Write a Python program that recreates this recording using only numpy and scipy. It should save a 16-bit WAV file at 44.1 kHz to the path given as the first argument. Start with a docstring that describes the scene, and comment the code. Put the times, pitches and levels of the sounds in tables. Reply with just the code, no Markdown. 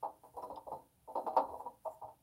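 """A hand roller is worked through wet paint in a foil tray on a table, over a low hum and hiss.
From the start, each pull makes the sticky paint let go in a cluster of snaps that rattles the tray
and rings briefly in the room, while the paint sizzles faintly and the table rumbles.
The loudest pulls come a little past halfway; softer ones and three faint, wet squeaks follow."""
import sys
import numpy as np
from scipy import signal
from scipy.fft import rfft, irfft, next_fast_len
from scipy.io import wavfile
from scipy.ndimage import uniform_filter1d

SR = 44100
rng = np.random.default_rng(int(sys.argv[2]) if len(sys.argv) > 2 else 0)


def to_wav(s):
    """Save 16-bit WAV."""
    ch = np.atleast_2d(s).T  # columns
    pcm = np.round(np.clip(ch, -1, 1) * 32767)  # PCM
    wavfile.write(sys.argv[1], SR, pcm.astype(np.int16))


N = 97946
TIME = np.arange(N) / SR

# pulls of the roller: t/s, length/s, base level/dB, weight on the tray/dB, hardness of the snap/dB,
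# pitch of the tray floor's note/Hz, that note's level above the base/dB
PULLS = [(0.024, 0.037, -41.5, -6.5, 3.5, 832, -0.5), (.232, .034, -60.5, 1.5, 8, 867, -17),
         (0.333, 0.035, -66.5, 7, -13, 487, 4.5), (0.3644, 0.034, -49.5, 8.5, -7.5, 955, 1.5),
         (0.423, 0.021, -51, 8, 10.5, 987, 4.5), (.498, 0.018, -49, 6, 2, 952, 1.5),
         (.560, 0.019, -50.5, -13, 4, 922, 2), (0.664, 0.02, -50.5, 9, -15.5, 609, 2.5),
         (0.713, .027, -46, 3, 2, 885, 2), (0.783, 0.022, -65, -16, -16, 820, -2),
         (1.073, 0.044, -52, 5, -7, 780, -10), (1.1498, 0.038, -39, 5, 1.5, 936.5, -5.5),
         (1.262, 0.025, -38.5, -1, 4.5, 760.6, -1), (1.327, 0.028, -53, -0.5, 9, 750, -23),
         (1.3628, 0.03, -30, -5, 9.5, 641, -6), (1.483, 0.048, -51, 2.5, 1.5, 936, -9),
         (1.53, 0.017, -48, 4, -12.5, 965, 2.5), (1.591, 0.023, -48, -12, 1, 814, -8),
         (1.652, 0.018, -48.5, 2, -6.5, 952, 9), (1.846, 0.035, -44.5, -11.5, -2, 640.7, 3),
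         (2.011, .039, -49, -9, -2, 852, -8), (2.076, 0.014, -55.5, -6, 4, 829, -13)]
# tone colour of one snap of paint: f/Hz, gain/dB
SNAP_COLOUR = [(120, -42), (250, -11.5), (400, -7), (600, -10.5), (800, 5), (950, 2), (1060, -7.5),
               (1250, -9.5), (1450, -27.5), (1750, -35.5), (3000, -39), (5000, -41), (6200, -58),
               (9000, -49)]


def from_db(db):
    """Turn decibels into a factor to multiply by."""
    return 10 ** (np.asarray(db) / 20)


def rms_one(x):
    """Scale a sound so that its average strength (rms) is 1."""
    return x / np.sqrt(np.mean(x ** 2) + 1e-24)


def even(x, window_s):
    """Smooth out quick changes in loudness."""
    local_power = uniform_filter1d(x * x, max(int(window_s * SR), 2)).clip(0)
    return x / np.sqrt(local_power + 0.046 * np.mean(x * x))


def add(out, s, sound):
    """Mix a sound in, starting at s seconds."""
    i = max(round(s * SR), 0)
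    out[i:i + len(sound)] += sound[:N - i]


def band(x, low_hz, high_hz, order=2):
    """Keep the part of a sound between two frequencies."""
    return signal.sosfilt(signal.butter(order, [low_hz, high_hz], "band", fs=SR, output="sos"), x)


def band_noise(size, low_hz, high_hz):
    """Noise of strength 1 between two frequencies."""
    return rms_one(band(rng.standard_normal(size), low_hz, high_hz))


def colour(x, spectrum):
    """Shape a sound's tone by rows of f/Hz, gain/dB."""
    size = next_fast_len(len(x) + 2048)
    hz, db = np.transpose(spectrum)
    bins_hz = np.maximum(np.arange(size // 2 + 1) * SR / size, 1)
    gain = from_db(np.interp(np.log(bins_hz), np.log(hz), db))
    return irfft(rfft(x, size) * gain, size)[:len(x)]


def resonate(x, hz, width_hz):
    """Let a sound ring at one pitch; a narrower width rings longer."""
    r = np.exp(-np.pi * width_hz / SR)
    feedback = [1, -2 * r * np.cos(2 * np.pi * hz / SR), r * r]
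    return signal.lfilter(np.array([1, 0, -1]) * (1 - r * r) / 2, feedback, x)


def swells(rows):
    """Smooth rises and falls in loudness, one for each row of peak t/s, length/s, level/dB."""
    return sum(from_db(db) * np.exp(-(2 * (TIME - s) / length) ** 2) for s, length, db in rows)


def wavering(hz, waver_hz, t60, rise_s, wobble_hz):
    """A ring whose pitch wavers as the surface bends; it fades by 60 dB in t60 seconds."""
    t = np.arange(SR // 2) / SR
    pitch = hz + waver_hz * band_noise(len(t), wobble_hz / 8, wobble_hz)
    swing = (1 - np.exp(-t / rise_s)) * from_db(-60 * t / t60)
    return np.sqrt(2) * swing * np.sin(2 * np.pi * np.cumsum(pitch) / SR)


def room(x, t60, echo_db, first_echo_s=0.0057):
    """The direct sound, then a wash of echoes from the walls that dies away."""
    t = np.arange(len(x)) / SR
    tail = rng.standard_normal(len(t)) * from_db(-60 * t / t60) * np.clip(t / first_echo_s - 1, 0, 1)
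    echoes = signal.fftconvolve(x, tail)[:len(x)]
    return x + from_db(echo_db) * np.std(x) * rms_one(echoes)


def background(air_db=-76):
    """Electrical mains hum and the steady hiss of the room's air."""
    hum_tones = [(60, -86.5), (119, -81)]   # mains hum: f/Hz, level/dB
    air_colour = [(20, -17), (60, -9), (120, 8), (200, -0.5), (400, -11.5), (800, -6), (1400, -25),
                  (3000, -17.5), (7000, -27), (16000, -39)]   # tone colour of the quiet room: f/Hz, gain/dB
    hum = sum(from_db(db) * np.sqrt(2) * np.sin(2 * np.pi * (hz * TIME + rng.random()))
              for hz, db in hum_tones)
    return hum + from_db(air_db) * rms_one(colour(rng.standard_normal(N), air_colour))


def table_rumble(rest_db=-82.5):
    """The roller's weight makes the table top rumble, most at each shove."""
    shoves = [(.36, 0.046, -69), (.44, .04, -71), (.545, 0.056, -67.5), (.715, 0.084, -64.5),
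              (1.03, 0.033, -77), (1.155, 0.022, -71), (1.49, 0.079, -62), (1.57, 0.083, -71),
              (2.05, .05, -71)]   # shoves of the roller: peak t/s, length/s, level/dB
    return np.hypot(swells(shoves), from_db(rest_db)) * band_noise(N, 52, 85)


def table_bumps():
    """The table top gives under the hand with soft, low bumps."""
    bumps = [(0.431, -62, 188.4, 28, .25), (0.502, -64.5, 216, 17, 0.38), (0.719, -55.5, 166.6, 53, 0.31),
             (1.235, -53, 239.7, 19, .35), (1.655, -59.5, 236.4, 17, 0.3), (2.027, -60.5, 116.8, 14, 0.32)]   # bumps of the table: t/s, level/dB, f/Hz, waver/Hz, fade time/s
    out = np.zeros(N)
    for s, db, hz, waver_hz, t60 in bumps:
        add(out, s, from_db(db) * wavering(hz, waver_hz, t60, rise_s=0.0081, wobble_hz=81.4))
    return out


def snaps(size, per_s, spread_db):
    """Threads of paint break at random moments, with uneven strength."""
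    strength = from_db(spread_db * np.minimum(rng.exponential(1, size), 4))
    direction = rng.choice([-1, 1], size)
    breaks = rng.random(size) < per_s / SR
    return strength * direction * breaks + 1e-18


def paint_film(boost_db=3.5, rest_db=-79, squeak_hz=7450):
    """The paint splits behind the roller in countless tiny ticks, at times with a smack or a squeak."""
    sizzle_colour = [(1500, -3), (3000, -17.5), (5000, -10), (6500, -10.5), (8000, -8.5), (9200, 0),
                     (10300, 1), (12000, -2), (15500, -1.5)]   # tone colour of the sizzle: f/Hz, gain/dB
    sizzle_levels = [(0, -79), (.3, -80.5), (.42, -75), (.64, -81), (.73, -74.5), (.98, -85.5),
                     (1.17, -73.5), (1.33, -78), (1.58, -75), (1.75, -81), (1.88, -80), (2.02, -80.5),
                     (2.22, -84)]   # sizzle as the roller travels: t/s, level before boost/dB
    smacks = [(.04, .03, -75.5), (.265, 0.073, -71), (.38, .04, -68.5), (.438, .04, -68),
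              (1.276, 0.018, -65.5), (1.372, .025, -63), (1.605, 0.059, -71.5), (1.855, 0.064, -70.5),
              (1.925, 0.072, -69.5)]   # wet smacks where the paint tears wide: peak t/s, length/s, level/dB
    squeaks = [(1.607, 0.035, -82), (1.855, 0.021, -82), (1.928, 0.059, -78)]   # thin, wet squeaks: peak t/s, length/s, level/dB
    ticks = rms_one(snaps(N, per_s=1600, spread_db=-2.0))
    sizzle = rms_one(colour(ticks + rng.standard_normal(N), sizzle_colour))
    rolling = from_db(np.interp(TIME, *np.transpose(sizzle_levels)) + boost_db)
    level = np.hypot(rolling, from_db(rest_db))   # the paint never quite stops ticking
    squeaking = swells(squeaks) * band_noise(N, squeak_hz - 280, squeak_hz + 280)
    return np.hypot(level, swells(smacks)) * sizzle + squeaking


def paint_blobs(t60=0.008):
    """Single blobs of paint part, each with a short, bright tick."""
    ticks = [(.231, -83), (.369, -61), (.561, -67), (1.947, -66)]   # parting blobs: t/s, level/dB
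    t = np.arange(SR // 5) / SR
    out = np.zeros(N)
    for s, db in ticks:
        add(out, s, from_db(db - 60 * t / t60) * band_noise(len(t), 3500, 16000))
    return out


def tink(hz, waver_hz, t60):
    """A brief, bright ring of thin metal in the room."""
    return room(wavering(hz, waver_hz, t60, rise_s=0.00072, wobble_hz=300), t60=0.07, echo_db=-7)


def foil_creases():
    """Creases in the foil flip, each with its own bright ring."""
    creases = [(.422, -67, 5380, 120, 0.067), (.56, -59, 5030, 302, .03), (0.559, -55, 3350, 780, 0.021),
               (1.369, -53.5, 4810, 502, 0.03)]   # flipping creases: t/s, level/dB, f/Hz, waver/Hz, fade time/s
    out = np.zeros(N)
    for s, db, hz, waver_hz, t60 in creases:
        add(out, s, from_db(db) * tink(hz, waver_hz, t60))
    return out


def roller_frame(lag_s=0.007):
    """Each pull jolts the roller's wire frame into ringing, heavy and hard pulls most of all."""
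    # ringing tones of the frame: f/Hz, waver/Hz, fade time/s, level relative to the jolt/dB
    frame_tones = [(4085, 120, 0.28, -37.5), (5040, 140, 0.14, -41.5)]
    out = np.zeros(N)
    for s, _, db, weight, hardness, *_ in PULLS:
        jolt_db = db + weight + 0.5 * hardness
        for hz, waver_hz, t60, tone_db in frame_tones:
            add(out, s + lag_s, from_db(jolt_db + tone_db) * tink(hz, waver_hz, t60))
    return out


def tray_note(length, hz, rise_s=0.0096, ring_t60=0.089, waver=0.035):
    """The tray floor beside the roller rings at a pitch of its own, unsteady as it bends."""
    t = np.arange(SR // 2) / SR
    pitch = hz * (1 + waver * band_noise(len(t), 49, 200))
    swing = (1 - np.exp(-(t / rise_s) ** 2)) * from_db(-60 * np.maximum(t - length, 0) / ring_t60)
    tone = np.sqrt(2) * swing * np.sin(2 * np.pi * np.cumsum(pitch) / SR)
    return room(tone, t60=0.31, echo_db=-15.5)


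def tray_rattle(length, rise_s, levels_db, release_s=0.0052, growth_db=0.5, dulling_db_per_s=376.5):
    """A cluster of snaps shakes the tray, heard in five bands from low thud to high crackle."""
    edges_hz = [150, 420, 700, 1050, 1700, 7000]   # edges of the five bands: f/Hz
    resonances = [(296.3, 39, 2), (490.2, 13, 10.5), (521.8, 25.6, 11), (628.4, 19.7, 12.5),
                  (767, 35, -1.5), (883, 30, 5.5), (981.7, 17.3, 2), (1216, 72, -7), (1393, 10, -1),
                  (2700, 49, 3), (4270, 350, -12), (5430, 73, -12.5)]   # where the tray on the table rings: f/Hz, width/Hz, gain/dB
    echoes = [(0.42, 1), (0.22, -1), (0.24, -6.5), (0.23, -5), (0.11, -6)]   # the room's echo in each band: fade time/s, relative level/dB
    t = np.arange(SR // 2) / SR
    spread = np.sin(np.pi / 2 * np.minimum(t / max(rise_s, .001), 1)) ** 2   # the tear runs along the roller
    release = np.exp(-np.maximum(t - length, 0) / release_s)
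    grip = spread * from_db(growth_db * np.minimum(t / length, 1)) * release
    tearing = colour(snaps(len(t), per_s=2000, spread_db=1.5), SNAP_COLOUR)
    loud_samples = int((length + .006) * SR)
    out = np.zeros(len(t))
    for low, high, db, (t60, echo_db) in zip(edges_hz, edges_hz[1:], levels_db, echoes):
        dulling = from_db(-dulling_db_per_s * t * low / edges_hz[-2])   # lower bands fade more slowly
        force = grip * dulling * even(band(tearing, low, high, order=4), window_s=.008)
        ringing = sum(from_db(gain_db) * resonate(force, hz, width) for hz, width, gain_db in resonances)
        heard = room(force + ringing, t60, echo_db)
        out += from_db(db) * heard / np.std(heard[:loud_samples])
    return out


def tray_pulls(note_lag_s=0.00199, overtone_ratio=1.8, overtone_db=-8.5):
    """Each pull rattles the tray and wakes a note; weight brings out the lows, hardness the highs."""
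    # how each band answers a pull: gain/dB, share of the weight, share of the hardness
    answers = [(-16, 0.76, 0.28), (-4, 0.46, 0.021), (0.76, -0.022, 0.031), (-17.5, 0.013, 1.0),
               (-29.5, 0.24, 1)]
    out = np.zeros(N)
    for s, length, db, weight, hardness, hz, note_db in PULLS:
        levels_db = [db + band_db + by_weight * weight + by_hardness * hardness
                     for band_db, by_weight, by_hardness in answers]
        rise_s = 0.0082 * 2 ** (-(weight + hardness) / 13)   # a heavy, hard pull tears faster
        add(out, s, tray_rattle(length, rise_s, levels_db))
        held_s = 0.94 * length   # the note holds for most of the tear
        overtone_hz = overtone_ratio * hz
        snap_db = np.interp(overtone_hz, *np.transpose(SNAP_COLOUR))   # the snap's strength at that pitch
        overtone = from_db(overtone_db + snap_db) * tray_note(held_s, overtone_hz)
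        add(out, s + note_lag_s, from_db(db + note_db) * (tray_note(held_s, hz) + overtone))
    return out


def scene():
    """Tray, roller, paint, table and background, mixed into one channel."""
    metal = tray_pulls() + roller_frame() + foil_creases()
    paint = paint_blobs() + paint_film()
    table = table_rumble() + table_bumps()
    return (metal + paint + table + background())[None]


def record(dry):
    """Cut away the very highest treble steeply."""
    cutoff_hz = 15750
    return signal.sosfilt(signal.ellip(12, .1, 80, cutoff_hz, fs=SR, output="sos"), dry)


dry = scene()
out = record(dry)
to_wav(out)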